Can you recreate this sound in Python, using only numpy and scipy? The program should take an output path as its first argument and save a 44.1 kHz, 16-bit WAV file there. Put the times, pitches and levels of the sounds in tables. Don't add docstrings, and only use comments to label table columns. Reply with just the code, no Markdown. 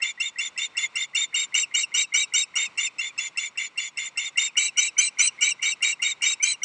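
import sys
import numpy as np
from scipy import signal
from scipy.fft import rfft, irfft
from scipy.io import wavfile

SR = 44100
rng = np.random.default_rng(int(sys.argv[2]) if len(sys.argv) > 2 else 0)


def generate_wav(signal):
    frames = np.transpose(np.atleast_2d(signal))
    scaled = np.clip(frames, -1, 1) * 32767
    pcm = np.round(scaled).astype(np.int16)
    wavfile.write(sys.argv[1], SR, pcm)


def magnitude_from_level(level_db):
    exponent = np.asarray(level_db, float) / 20
    return 10 ** exponent


N = 292824


def rms_one(x):
    return x / np.sqrt(np.mean(np.abs(x) ** 2) + 1e-20)


def drift(rate_hz):
    r = np.exp(-2 * np.pi * rate_hz / SR)
    return rms_one(signal.lfilter([1], [1, -2 * r, r * r], rng.standard_normal(N)))


def span(start_s, length_s):
    first = max(round(start_s * SR), 0)
    stop = min(round((start_s + length_s) * SR), N)
    index = np.arange(first, stop)
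    return index, index / SR - start_s


def fade(t, length_s, attack_s, release_s):
    ramp = np.minimum(t / attack_s, (length_s - t) / release_s)
    return np.sin(np.pi / 2 * np.clip(ramp, 0, 1)) ** 2


def swelling(t, length_s, mean_db, swell_db):
    return magnitude_from_level(mean_db + swell_db * np.interp(t / length_s, [.3, .7], [-.5, .5]))


# frequency in Hz, relative density in dB per Hz.
AIR_SPECTRUM = [(20, -33), (60, -16.5), (130, -2.5), (450, -4), (750, -3.5), (1050, 4), (1350, 0),
                (2300, 4), (3200, -5.5), (5000, -11), (10000, -19.5)]
AIR_DB = -53.5


def air():
    hz, density_db = np.transpose(AIR_SPECTRUM)
    bins_hz = np.maximum(np.arange(N // 2 + 1) * SR / N, 1)
    colour = magnitude_from_level(np.interp(np.log(bins_hz), np.log(hz), density_db))
    hush = irfft(rfft(rng.standard_normal(N)) * colour, N)
    return magnitude_from_level(AIR_DB + 1.1 * drift(1.7)) * rms_one(hush)


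NEAR_DB, NEAR_T60_S = 7.5, 0.028
FAR_DB, FAR_T60_S, FAR_CUT_HZ, FAR_ONSET_S = -17, 0.66, 4040, 0.02


def echoes(x):
    t = np.arange(SR) / SR
    near = magnitude_from_level(NEAR_DB - 60 * t / NEAR_T60_S) / np.sqrt(NEAR_T60_S * SR)
    near = near * rng.standard_normal(SR)
    far = magnitude_from_level(FAR_DB - 60 * t / FAR_T60_S) / np.sqrt(FAR_T60_S * SR)
    far = far * np.clip(t / FAR_ONSET_S, 0, 1) * rng.standard_normal(SR)
    far = signal.lfilter(*signal.butter(2, FAR_CUT_HZ, fs=SR), far)
    return signal.fftconvolve(x, near + far)[:N]


# start in seconds, peak level before flutter in dB.
LEAD_INS = [(0.0, -37), (0.172, -42.5), (0.356, -40), (0.556, -41.5), (0.748, -35), (0.938, -40),
            (1.131, -39), (1.324, -32.5), (1.519, -41.5), (1.708, -42), (1.915, -41.5), (2.118, -32),
            (2.32, -35), (2.535, -38), (2.752, -49), (2.965, -63), (3.16, -46), (3.351, -42.5),
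            (3.553, -38), (3.754, -43), (3.957, -42.5), (4.155, -37), (4.355, -37.5), (4.552, -28),
            (4.756, -33), (4.964, -28.5), (5.17, -33), (5.373, -42), (5.587, -42.5), (5.804, -38),
            (5.991, -41), (6.205, -30), (6.395, -37), (6.616, -33)]


def lead_in():
    out, flutter = np.zeros(N), drift(110)
    for (start, level_db), (stop, _, top_hz, *_) in zip(LEAD_INS, OPENING_NOTES):
        whole = stop + 0.0069 - start
        index, t = span(start, whole)
        hz = top_hz * (.66 + 0.13 * t / whole)
        tone = np.sin(2 * np.pi * np.cumsum(hz) / SR) * (1 + 0.93 * flutter[index])
        out[index] += magnitude_from_level(level_db) * fade(t, whole, 0.0067, 0.015) * tone
    return out


# centre in Hz, pole width in Hz, relative level in dB.
BREATH_LOW = [(1270, 270, -26.5), (2269, 246, -4), (2600, 550, -5)]
# centre in Hz, pole width in Hz, relative level in dB.
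BREATH_HIGH = [(4400, 280, -10.5), (5370, 470, -12.5), (6080, 490, -7.5), (6800, 470, -9),
               (7880, 120, -15.5), (9010, 370, -15.5), (9300, 200, -20.5)]


def throat(modes):
    out, white = 0, rng.standard_normal(N)
    for hz, width_hz, level_db in modes:
        r = np.exp(-np.pi * width_hz / SR)
        b, a = [1, 0.0019, -0.92], [1, -2 * r * np.cos(2 * np.pi * hz / SR), r * r]
        band = rms_one(signal.lfilter(b, a, signal.lfilter(b, a, white)))
        out = out + magnitude_from_level(level_db + 2.7 * drift(49)) * band
    return out


RASP_RATIO = .6
RASP_BLUR_HZ = 85
RASP_SWELL_DB, OCTAVE_SWELL_DB = -4.5, -0.4


def blurred(phase, level_db):
    line = drift(RASP_BLUR_HZ) * np.cos(phase) + drift(RASP_BLUR_HZ) * np.sin(phase)
    return magnitude_from_level(level_db + 3.46 * drift(25.2)) * line


def rasp():
    low_gain, high_gain, tracks_hz = np.zeros(N), np.zeros(N), np.zeros((3, N))
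    for opening, whistle in zip(OPENING_NOTES, WHISTLES):
        corners_s, corners_hz = whistle_curve(opening, whistle)
        whole = corners_s[-1] + .018 - opening[0]
        index, t = span(opening[0], whole)
        shape = fade(t, whole, 0.013, 0.036)
        low_gain[index] = shape * swelling(t, whole, whistle[4], RASP_SWELL_DB)
        high_gain[index] = shape * swelling(t, whole, whistle[3], OCTAVE_SWELL_DB)
        whistle_hz = np.interp(index / SR, corners_s, corners_hz)
        tracks_hz[0, index] = whistle_hz
        tracks_hz[1, index] = RASP_RATIO * (np.mean(corners_hz) + whistle_hz) / 2
        tracks_hz[2, index] = opening[2]
    upper, lower, held = 2 * np.pi * np.cumsum(tracks_hz, axis=1) / SR

    low = blurred(lower, -2.5) + blurred(held, -14.5) + blurred(held * 3 / 2, -18)
    high = blurred(upper + lower, -11) + blurred(2 * upper - lower, -13.5)
    high = high + blurred(2 * held, -16.5) + blurred(held * 5 / 2, -9.5)
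    return low_gain * (low + throat(BREATH_LOW)) + high_gain * (high + throat(BREATH_HIGH))


BREAK_S = .0025
LOW_SHARE, CREST_SHARE, END_SHARE, CUT_SHARE = .979, 1.021, .964, .987
CLIMB_S, DROP_S = .033, .019
SAG_HZ_PER_S, CEILING_HZ = 1800, 4075


def whistle_curve(opening, whistle):
    start, (end, hz, *_) = opening[0] + opening[1] + BREAK_S, whistle
    low_s = max(end - DROP_S - CLIMB_S, start + 0.0035)
    closed = any(abs(row[0] - end) < .02 for row in CLOSING_NOTES)
    low_hz = LOW_SHARE * hz
    end_hz = (CUT_SHARE if closed else END_SHARE) * hz
    pitch_hz = [low_hz + SAG_HZ_PER_S * (low_s - start), low_hz, CREST_SHARE * hz, end_hz]
    return np.array([start, low_s, end - DROP_S, end]), np.minimum(pitch_hz, CEILING_HZ)


# end in seconds, reference pitch in Hz,
# mean level in dB, octave and upper rasp level in dB, lower rasp level in dB.
WHISTLES = [(0.113, 3570, -33.5, -41.5, -34.5), (0.293, 3597, -35, -42, -38),
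            (0.482, 3552, -32, -41, -37.5), (0.665, 3610, -31.5, -40, -35),
            (0.862, 3535, -31.5, -38.5, -35), (1.049, 3585, -33.5, -39.5, -34),
            (1.249, 3634, -29, -35.5, -33.5), (1.447, 3724, -33, -35, -32.5),
            (1.627, 3757, -34.5, -30.5, -29), (1.83, 3802, -35.5, -31, -31.5), (2.032, 3780, -29, -30, -29),
            (2.236, 3796, -29.5, -31, -31), (2.427, 3760, -29, -29.5, -32.5),
            (2.66, 3683, -34.5, -35, -31.5), (2.871, 3573, -32.5, -35.5, -32),
            (3.092, 3516, -32, -43, -39.5), (3.281, 3510, -34.5, -39, -37.5),
            (3.48, 3535, -35, -40.5, -37.5), (3.673, 3540, -37, -41.5, -36),
            (3.886, 3512, -35.5, -41, -37.5), (4.085, 3556, -37, -42, -36.5),
            (4.287, 3598, -35, -40.5, -35.5), (4.474, 3681, -33.5, -33, -32.5),
            (4.681, 3910, -33, -31, -30.5), (4.877, 3898, -32.5, -30.5, -31.5),
            (5.078, 4030, -35.5, -29.5, -32), (5.278, 4054, -34, -27.5, -27.5),
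            (5.512, 3898, -33, -30, -28.5), (5.72, 3805, -32, -32.5, -29.5),
            (5.924, 3858, -33.5, -31.5, -27.5), (6.124, 3790, -33.5, -35.5, -30.5),
            (6.332, 3792, -29, -31, -29), (6.528, 4020, -31, -31, -31)]
WHISTLE_SWELL_DB = -3.3


def whistles():
    out, wobble = np.zeros(N), 1 + .0025 * drift(70)
    line_shake, octave_shake = magnitude_from_level(3.2 * drift(90)), magnitude_from_level(2.2 * drift(70))
    for opening, whistle in zip(OPENING_NOTES, WHISTLES):
        corners_s, corners_hz = whistle_curve(opening, whistle)
        whole = corners_s[-1] - corners_s[0] + 0.022
        index, t = span(corners_s[0] - .006, whole)
        hz = np.interp(index / SR, corners_s, corners_hz) * wobble[index]
        phase = 2 * np.pi * np.cumsum(hz) / SR
        line = swelling(t, whole, whistle[2], WHISTLE_SWELL_DB) * line_shake[index] * np.sin(phase)
        octave = swelling(t, whole, whistle[3], OCTAVE_SWELL_DB) * octave_shake[index] * np.sin(2 * phase)
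        out[index] += np.sqrt(2) * fade(t, whole, 0.0096, 0.026) * (line + octave)
    return out


def glide(row, attack_s, release_s, bend, swell_s, partials):
    start, length, from_hz, to_hz, level_db, octave_db = row
    whole = length + attack_s / 2 + release_s / 2
    index, t = span(start - attack_s / 2, whole)
    hz = from_hz + (to_hz - from_hz) * np.maximum(t / length, 0) ** bend
    phase = 2 * np.pi * np.cumsum(hz) / SR
    tone = magnitude_from_level(level_db) * (1 - np.exp(-t / swell_s)) * np.sin(phase)
    for multiple, relative_db, delay_s, t60_s in partials:
        envelope = np.clip(t / delay_s - 1, 0, 1) * magnitude_from_level(-60 * t / t60_s)
        tone += magnitude_from_level(octave_db + relative_db) * envelope * np.sin(multiple * phase)
    return index, np.sqrt(2) * tone * fade(t, whole, attack_s, release_s)


# start in seconds, nominal length in seconds,
# pitch reached after that length in Hz, fundamental level in dB, reference level of the partials in dB.
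OPENING_NOTES = [(0.019, .02, 2830, -23.5, -31), (0.2, 0.02, 2820, -23, -32),
                 (0.385, .022, 2820, -26, -32.5), (0.576, 0.017, 2787, -24, -31.5),
                 (0.769, 0.014, 2801, -25, -30), (0.955, 0.018, 2850, -25.5, -30),
                 (1.148, 0.019, 2873, -22.5, -28), (1.342, .017, 2940, -21, -29),
                 (1.542, .02, 2955, -19.5, -27), (1.74, 0.024, 2987, -22, -28),
                 (1.94, .031, 3003, -25.5, -26.5), (2.138, 0.033, 3027, -27, -24.5),
                 (2.337, 0.023, 2980, -25, -21.5), (2.555, .028, 2960, -26.5, -24.5),
                 (2.775, 0.025, 2860, -23.5, -31), (2.984, 0.028, 2805, -26.5, -37),
                 (3.178, 0.016, 2746, -24, -33), (3.373, 0.019, 2796, -24, -31.5),
                 (3.574, 0.014, 2792, -23, -33.5), (3.775, .02, 2862, -25.5, -34.5),
                 (3.972, 0.018, 2835, -27.5, -33), (4.173, .019, 2840, -25.5, -30.5),
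                 (4.373, 0.02, 2876, -20, -26.5), (4.569, .02, 2985, -20.5, -24.5),
                 (4.771, .03, 3034, -22.5, -21), (4.979, .031, 3146, -26, -19),
                 (5.186, .034, 3072, -30.5, -22), (5.409, .035, 2997, -24.5, -23),
                 (5.62, 0.035, 2985, -29, -31.5), (5.823, 0.022, 2913, -24.5, -27.5),
                 (6.019, .026, 2935, -24.5, -26.5), (6.22, .037, 2976, -26, -26),
                 (6.425, .03, 3164, -32, -22), (6.632, 0.0095, 3030, -27, -20.5)]
# start in seconds, pitch reached after CLOSING_S in Hz,
# fundamental level in dB, reference level of the partials in dB.
CLOSING_NOTES = [(1.632, 2690, -24.5, -22.5), (1.833, 2722, -26.5, -19.5), (2.036, 2700, -32, -26),
                 (2.232, 2713, -28.5, -18), (2.429, 2654, -30, -20.5), (2.658, 2600, -28, -29.5),
                 (2.865, 2600, -23, -22.5), (3.094, 2419, -40.5, -64), (4.479, 2590, -34.5, -38),
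                 (4.683, 2686, -30.5, -28), (4.88, 2663, -28.5, -23), (5.072, 2780, -32, -17.5),
                 (5.276, 2840, -30.5, -16), (5.509, 2781, -29.5, -15), (5.722, 2706, -28.5, -22.5),
                 (5.923, 2730, -28.5, -24), (6.331, 2640, -33, -26), (6.534, 2834, -38, -25)]
# multiple of the pitch, level re the partials' reference in dB,
# entry delay in seconds, T60 in seconds.
OPENING_OVERTONES = [(1.997, 1.5, 0.0018, 3.3), (2.957, -2, 0.00044, 0.082), (.5, -22.5, 0.0031, 0.9),
                     (0.45, -31.5, 0.0056, 0.33), (2.408, -4.5, 0.0049, 0.16)]
# multiple of the pitch, level re the partials' reference in dB,
# entry delay in seconds, T60 in seconds.
CLOSING_OVERTONES = [(2, 5.5, 0.00068, 0.054), (3, -11, 0.0019, 0.11)]
OPENING_FROM, CLOSING_FROM = .918, 1.095
CLOSING_S = 0.018
CRACK_S, CRACK_T60_S = .008, 0.0056


def clear_notes():
    out, bright_noise = np.zeros(N), np.diff(rng.standard_normal(N + 1))
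    for start, length, top_hz, level_db, octave_db in OPENING_NOTES:
        row = start, length, OPENING_FROM * top_hz, top_hz, level_db, octave_db
        index, tone = glide(row, attack_s=0.0028, release_s=0.025, bend=0.773, swell_s=0.0034,
                            partials=OPENING_OVERTONES)
        out[index] += tone
        index, t = span(start, CRACK_S)
        out[index] += magnitude_from_level(octave_db - 4.5 - 60 * t / CRACK_T60_S) * bright_noise[index]
    for start, end_hz, level_db, octave_db in CLOSING_NOTES:
        row = start, CLOSING_S, CLOSING_FROM * end_hz, end_hz, level_db, octave_db
        index, tone = glide(row, attack_s=0.015, release_s=0.017, bend=0.89, swell_s=0.0013,
                            partials=CLOSING_OVERTONES)
        out[index] += tone
    return out * magnitude_from_level(2.2 * drift(110))


def scene():
    bird = clear_notes() + whistles() + rasp() + lead_in()
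    return (bird + echoes(bird) + air())[None]


# centre in Hz, width in Hz, depth in dB.
RESPONSE_DIPS = [(1740, 520, -12), (3330, 240, -9), (4880, 340, -13), (6270, 300, -14), (6640, 130, -10),
                 (8500, 800, -14)]


def housing(x):
    for hz, width_hz, depth_db in RESPONSE_DIPS:
        w = 2 * np.pi * hz / SR
        q = np.sin(w) * width_hz / hz / 2
        cut = q * magnitude_from_level(depth_db)
        x = signal.lfilter([1 + cut, -2 * np.cos(w), 1 - cut], [1 + q, -2 * np.cos(w), 1 - q], x)
    return x


def top_cut(x):
    return signal.sosfilt(signal.butter(12, 10560, fs=SR, output="sos"), x)


def record(dry):
    low_pass = signal.butter(18, 9060, fs=SR, output="sos")
    narrow = signal.sosfilt(low_pass, housing(dry))
    return top_cut(narrow)


dry = scene()
out = record(dry)
generate_wav(out)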